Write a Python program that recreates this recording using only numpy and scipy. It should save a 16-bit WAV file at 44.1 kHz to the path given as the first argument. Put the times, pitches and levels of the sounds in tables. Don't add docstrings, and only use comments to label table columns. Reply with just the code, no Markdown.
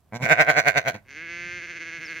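import sys
import numpy as np
from scipy import signal
from scipy.fft import rfft, irfft
from scipy.io import wavfile
from scipy.ndimage import uniform_filter1d

SR = 44100
rng = np.random.default_rng(int(sys.argv[2]) if len(sys.argv) > 2 else 0)


def transcribe(u):
    v = np.clip(np.atleast_2d(u).T, -1, 1)
    q = np.round(v * 32767).astype(np.int16)
    wavfile.write(sys.argv[1], SR, q)


N = 97020
T = np.arange(N) / SR

# (f/Hz, level/dB)
BREEZE_COLOUR = [(20, -9), (100, -3.5), (425, -21.5), (730, -19.5), (2000, -32), (8500, -48), (13000, -41),
                 (16000, -49)]
# (t/s, level/dB)
HUSH_LEVEL = [(0, -65.5), (.15, -58)]
# (t/s, level/dB, half-width/s)
GUSTS = [(1.475, -51, 0.076), (1.586, -48.5, 0.014), (1.997, -46, 0.01)]
# (f/Hz, level/dB)
GUST_COLOUR = [(20, -28), (120, -2), (190, -7.5), (300, -30), (16000, -99)]
# (t/s, level/dB)
RUSTLE_LEVEL = [(1.9, -77), (2.05, -67)]
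# (f/Hz, level/dB)
RUSTLE_COLOUR = [(20, -27.5), (8000, -7), (12000, -9.5)]
# (t/s, f/Hz, level/dB)
CHIRP = [(2.038, 6666, -59), (2.043, 5930, -50), (2.05, 5360, -48), (2.061, 5420, -41.5),
         (2.074, 4720, -48), (2.093, 4498, -50), (2.105, 4215, -47)]

# (t/s, f/Hz, level/dB)
FAR_BLEAT = [(1.05, 118.8, -65), (1.106, 140.8, -45), (1.17, 155.5, -38.5), (1.24, 169.9, -38),
             (1.31, 170.8, -36), (1.56, 176.5, -36), (1.71, 177.1, -35.5), (1.83, 170.2, -35.5),
             (1.94, 168.5, -37), (2.04, 166.1, -36), (2.2, 168.6, -34)]
# (t/s, level/dB)
FAR_TREBLE = [(1.06, -6), (1.11, 7), (1.24, -10), (1.3, -2), (1.8, 1), (2.2, -1.5)]
# (t/s, f/Hz)
FAR_NOSE_RING = [(1.5, 4480), (2, 4360)]
# (t/s, depth from 0 to 1)
TREMBLES = [(1.138, 0.49), (1.271, 0.41), (1.613, 0.8), (1.673, 0.98), (1.736, 0.95), (1.792, 1),
            (1.85, 0.56), (1.906, 0.47), (1.998, .9), (2.069, 0.99), (2.145, 0.85), (2.2, 0.84)]
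# (f/Hz, left level/dB, right level/dB)
FAR_COLOUR = [(100, -71, -68), (155, -20, -17), (335, -10.5, -6.5), (560, -19.5, -14.5),
              (684, -17.5, -21.5), (837, -26, -35.5), (1150, -20.5, -17.5), (1388, -12.5, -14),
              (1653, .5, 2), (1847, -8, -10.5), (2137, 3, 5.5), (2328, -6.5, -6.5), (2600, -7.5, -2.5),
              (2850, -15.5, -11.5), (3860, -22, -26), (5400, -31, -23.5), (6360, -23.5, -16),
              (7730, -45, -50.5), (9500, -47, -44.5), (15000, -58.5, -71.5)]

# (t/s, f/Hz, level/dB)
QUAVER = [(.10, 104.2, -61), (.127, 105.8, -7), (.16, 119.9, -3.5), (.18, 122.3, -17.5),
          (.203, 120.1, -8.5), (.236, 143.1, -1), (.256, 126.8, -0.5), (.272, 104, -10.5),
          (.316, 158.3, 1.5), (.357, 99.95, -17), (.403, 157.1, .5), (.448, 103.2, -19.5), (.492, 156, 1),
          (.536, 105.8, -16.5), (.582, 153.5, 1), (.629, 91.43, -21), (.676, 148.1, 1), (.727, 84.6, -20.5),
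          (.772, 145, 1), (.825, 75.97, -25.5), (.878, 137.1, 0), (.925, 76.03, -21.5), (.95, 108.2, -13.5),
          (.974, 99.6, -31.5), (.995, 94, -58)]
# (f/Hz, left level/dB, right level/dB)
NEAR_COLOUR = [(58.7, -20.5, -27.5), (151, -21.5, -17.5), (247, -27.5, -28.5), (344, -28, -14),
               (425, -13.5, -37.5), (481, -11, -17), (584, -11, -12), (698, -2.5, -1.5), (880, -27.5, -23),
               (1040, -19, -10), (1240, -13.5, -25), (1403, -13.5, -9.5), (1555, -10, 3.5),
               (1716, -20, -10.5), (1883, 0, -12), (1920, -7, -7), (2363, -11.5, -2.5), (2597, -12, -15.5),
               (2920, -37, -21), (3060, -24.5, -31.5), (3970, -27, -29), (4560, -36.5, -32),
               (7170, -37, -31.5), (8320, -47, -53), (10500, -55, -46.5), (11140, -37.5, -38),
               (13800, -46.5, -55), (16100, -72.5, -33)]
# (t/s, nose level/dB, mouth level/dB, treble level/dB)
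MOUTH_OPENING = [(.12, -16, -25, -34), (.155, -16, -32, -2.5), (.195, -19.5, -34, -22),
                 (.237, -7.5, -23, -2.5), (.262, -27, -7.5, -15), (.292, -34, -2, 5), (.32, -22, -.5, -4),
                 (.41, -32, 1, -1), (.59, -39, -2.5, -1), (.92, -26, -8.5, -2.5), (.955, -8, -28, -4)]
# (f/Hz, level/dB)
NOSE_COLOUR = [(50, -13.5), (130, -1.5), (230, -2), (350, -19.5), (520, -11), (740, -15.5), (1000, -11),
               (1200, -20), (1700, -19.5), (2300, -16.5), (2900, -45), (16000, -59)]
# (t/s, lower f/Hz, upper f/Hz)
HIGH_RINGS = [(.31, 5740, 7150), (.42, 5040, 7620), (.58, 4450, 6160)]
# (f/Hz, lag/rad)
RIGHT_LAG = [(20, 1), (860, 0.5), (1500, 7), (2000, 12), (3010, 20), (7300, 23), (15600, 31)]
# (t/s, f/Hz)
LIP_NOTCH = [(.205, 1930), (.238, 870)]
# (t/s, level/dB)
PUFFS = [(.224, -10), (0.946, -21.5)]
# (f/Hz, level/dB)
PUFF_COLOUR = [(50, -29), (130, 8), (300, 14), (900, -1.5), (4500, 0.5), (16000, 2.5)]

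LIPS_PART_S, TREBLE_EDGE_HZ = 0.228, 2980


def amp(db):
    return 10 ** (np.asarray(db) / 20)


def unit(x):
    return x / np.sqrt(np.mean(x ** 2) + 1e-20)


def curve(table, t=T, ease=0):
    times, *columns = np.transpose(table)
    rows = np.arange(len(times))
    at = np.interp(t, times, rows)
    at = at - ease * np.sin(2 * np.pi * at) / (2 * np.pi)
    return [np.interp(at, rows, column) for column in columns]


def spectrum(table, size=N):
    hz = np.fft.rfftfreq(size, 1 / SR)
    table_hz, *columns = np.transpose(table)
    return np.array([np.interp(np.log(hz + 1), np.log(table_hz + 1), column) for column in columns])


def noise(colour):
    white = rng.standard_normal((2, N))
    return unit(irfft(rfft(white) * amp(spectrum(colour)), N))


def wobble(samples):
    return unit(uniform_filter1d(rng.standard_normal(N), size=samples))


def bump(at_s, half_width_s):
    return np.exp(-((T - at_s) / half_width_s) ** 2)


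def below(x, hz):
    return signal.sosfiltfilt(signal.butter(2, hz, fs=SR, output="sos"), x)


def resonate(x, hz, width_hz):
    turn = np.exp(2j * np.pi * np.cumsum(hz) / SR)
    decay = np.exp(-np.pi * width_hz / SR)
    return 2 * (turn * signal.lfilter([1 - decay], [1, -decay], x / turn + 1e-18)).real


def coloured(x, colour):
    size = 4096
    index = np.arange(size)
    cepstrum = irfft(np.log(amp(spectrum(colour, size))))
    one_sided = cepstrum * 2 * (index > 0) * (index < size // 2)
    ring = irfft(np.exp(rfft(one_sided))) * np.exp(cepstrum[:, :1])
    return signal.fftconvolve(np.atleast_2d(x), unit(ring) / np.sqrt(size), axes=1)[:, :N]


def breeze():
    air = noise(BREEZE_COLOUR) * amp(curve(HUSH_LEVEL))
    air += noise(GUST_COLOUR) * sum(amp(db) * bump(s, width) for s, db, width in GUSTS)
    return (air + .5 * air[::-1]) * amp([[-2.5], [0]])


def grass():
    grain_db = 3 * wobble(150)
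    return noise(RUSTLE_COLOUR) * amp(curve(RUSTLE_LEVEL)[0] + grain_db)


def field_echo(x):
    echo_db, fade_s, delay_s = -23, .2, .004
    tail = noise([(20, -30), (300, -1.5), (2000, -6.5), (16000, -14)])
    tail *= amp(-60 * T / fade_s) * (T > delay_s)
    return amp(echo_db) * signal.fftconvolve(x, tail / np.linalg.norm(tail[0]), axes=1)[:, :N]


def bird():
    hz, db = curve(CHIRP)
    sounding = (T > CHIRP[0][0]) * (T < CHIRP[-1][0])
    return amp(db) * np.sin(2 * np.pi * np.cumsum(hz) / SR) * sounding


def vocal_folds(hz, jitter, shimmer_db):
    air_decay_s, steady_air = 0.0056, 0.028
    cycles = np.cumsum(hz * (1 + jitter * wobble(256))) / SR
    flutter = amp(shimmer_db * wobble(256))
    closings = np.interp(np.arange(1, int(cycles[-1])), cycles, np.arange(N))
    nearby = closings.astype(int)[:, None] + np.arange(-12, 13)
    offset = nearby - closings[:, None]
    shapes = np.sinc(offset) * np.cos(np.pi * offset / 26) ** 2
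    clicks = np.bincount(np.clip(nearby, 0, N - 1).ravel(), shapes.ravel(), N) * np.sqrt(SR / hz)
    since_closing_s = (cycles % 1) / hz
    air = unit((steady_air + np.exp(-since_closing_s / air_decay_s)) * rng.standard_normal(N))
    return clicks * flutter, air


def far_sheep():
    sag_hz, sag_db, air_db = 16, 6.5, -17
    hz, db = curve(FAR_BLEAT)
    start_s = FAR_BLEAT[0][0]
    sag = sum(depth * bump(s, half_width_s=0.018) for s, depth in TREMBLES)
    rough = sag + 2 * bump(start_s, half_width_s=.07)
    clicks, air = vocal_folds(hz - sag_hz * sag, jitter=.0015 + .016 * rough, shimmer_db=.4 + 1.3 * rough)
    voice = clicks * amp(-sag_db * sag) + amp(air_db + 5 * sag) * air
    body = below(voice, hz=4050)
    voice = body + (voice - body) * amp(curve(FAR_TREBLE)[0])
    voice += amp(2.5) * resonate(voice, curve(FAR_NOSE_RING)[0], width_hz=260)
    return coloured(voice * amp(db + 0.5) * (T > start_s), FAR_COLOUR)


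def rasp(clicks):
    decay_s, drift_s = 0.0023, 0.2077
    rings = rng.standard_normal((3, 2, 512)) * np.exp(-T[:512] / decay_s)
    rings /= np.linalg.norm(rings, axis=2, keepdims=True)
    ringing = np.zeros((2, N))
    for k, ring in enumerate(rings):
        share = np.cos(np.pi * (T / drift_s + k / len(rings)))
        ringing += signal.fftconvolve((clicks * share)[None], ring, axes=1)[:, :N]
    return unit(ringing)


def harsh_treble(clicks, air, sounding):
    lag_s, slap_above_db, soft_cut_db, flicker_db = 0.0093, -3, 6.5, 1.8
    effort_db = curve(QUAVER, T - lag_s, ease=0.47)[1]
    harsh = clicks + amp(11.5) * rasp(clicks) + amp(3.5) * air
    harsh = unit(below(harsh, hz=15500)) * sounding
    slap = .5 + .5 * np.tanh((effort_db - slap_above_db) / 2)
    db = 0.94 * effort_db - soft_cut_db * (1 - slap) + flicker_db * wobble(300)
    return amp(db) * (harsh - below(harsh, TREBLE_EDGE_HZ))


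def puffs():
    rise_s, fall_s = .004, .017
    level = sum(amp(db) * np.exp(-np.maximum((s - T) / rise_s, (T - s) / fall_s)) for s, db in PUFFS)
    return noise(PUFF_COLOUR)[0] * level


def mouth_to_ear(x):
    high_rings = sum(resonate(x, hz, width_hz=370) for hz in curve(HIGH_RINGS))
    left, right = coloured(x + amp(1.5) * high_rings, NEAR_COLOUR)
    late_right = irfft(rfft(right) * np.exp(-1j * spectrum(RIGHT_LAG)[0]), N)
    return np.array([left, late_right])


def parting_lips(x):
    band = resonate(x, curve(LIP_NOTCH)[0], width_hz=650)
    return x - bump(LIPS_PART_S, half_width_s=0.029) * band


def near_sheep():
    effort_lag_s, air_db, gain_db = 0.0026, -17, -12
    hz = curve(QUAVER, ease=0.78)[0]
    effort_db = curve(QUAVER, T - effort_lag_s, ease=0.71)[1]
    nose_db, mouth_db, treble_db = curve(MOUTH_OPENING)
    creak = 1 + 2 * bump(LIPS_PART_S, half_width_s=.05)
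    clicks, air = vocal_folds(hz, jitter=.011 * creak, shimmer_db=.6 * creak)
    sounding = (T > QUAVER[0][0]) * (T < QUAVER[-1][0])
    voice = (clicks + amp(air_db) * creak * air) * amp(effort_db) * sounding
    bass = below(voice, hz=530)
    middle = below(voice, TREBLE_EDGE_HZ) - bass
    treble = harsh_treble(clicks, air, sounding)
    bass_db = 1 + 0.31 * mouth_db
    in_mouth = amp(bass_db) * bass + amp(mouth_db) * middle + amp(treble_db) * treble + puffs()
    from_nose = coloured(voice * amp(nose_db), NOSE_COLOUR) * amp([[-2.5], [0]])
    return amp(gain_db) * parting_lips(mouth_to_ear(in_mouth) + from_nose)


def scene():
    calls = near_sheep() + far_sheep() + bird()
    return calls + field_echo(calls) + breeze() + grass()


def record(dry):
    bottom_hz, top_hz, ceiling = 60, 15850, .97
    thin = signal.sosfilt(signal.butter(2, bottom_hz, "high", fs=SR, output="sos"), dry)
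    rounded = thin / (1 + (thin / ceiling) ** 8) ** (1 / 8)
    top_cut = signal.firwin(511, top_hz, window=("kaiser", 9), fs=SR)
    return signal.oaconvolve(rounded, top_cut[None], "same")


dry = scene()
out = record(dry)
transcribe(out)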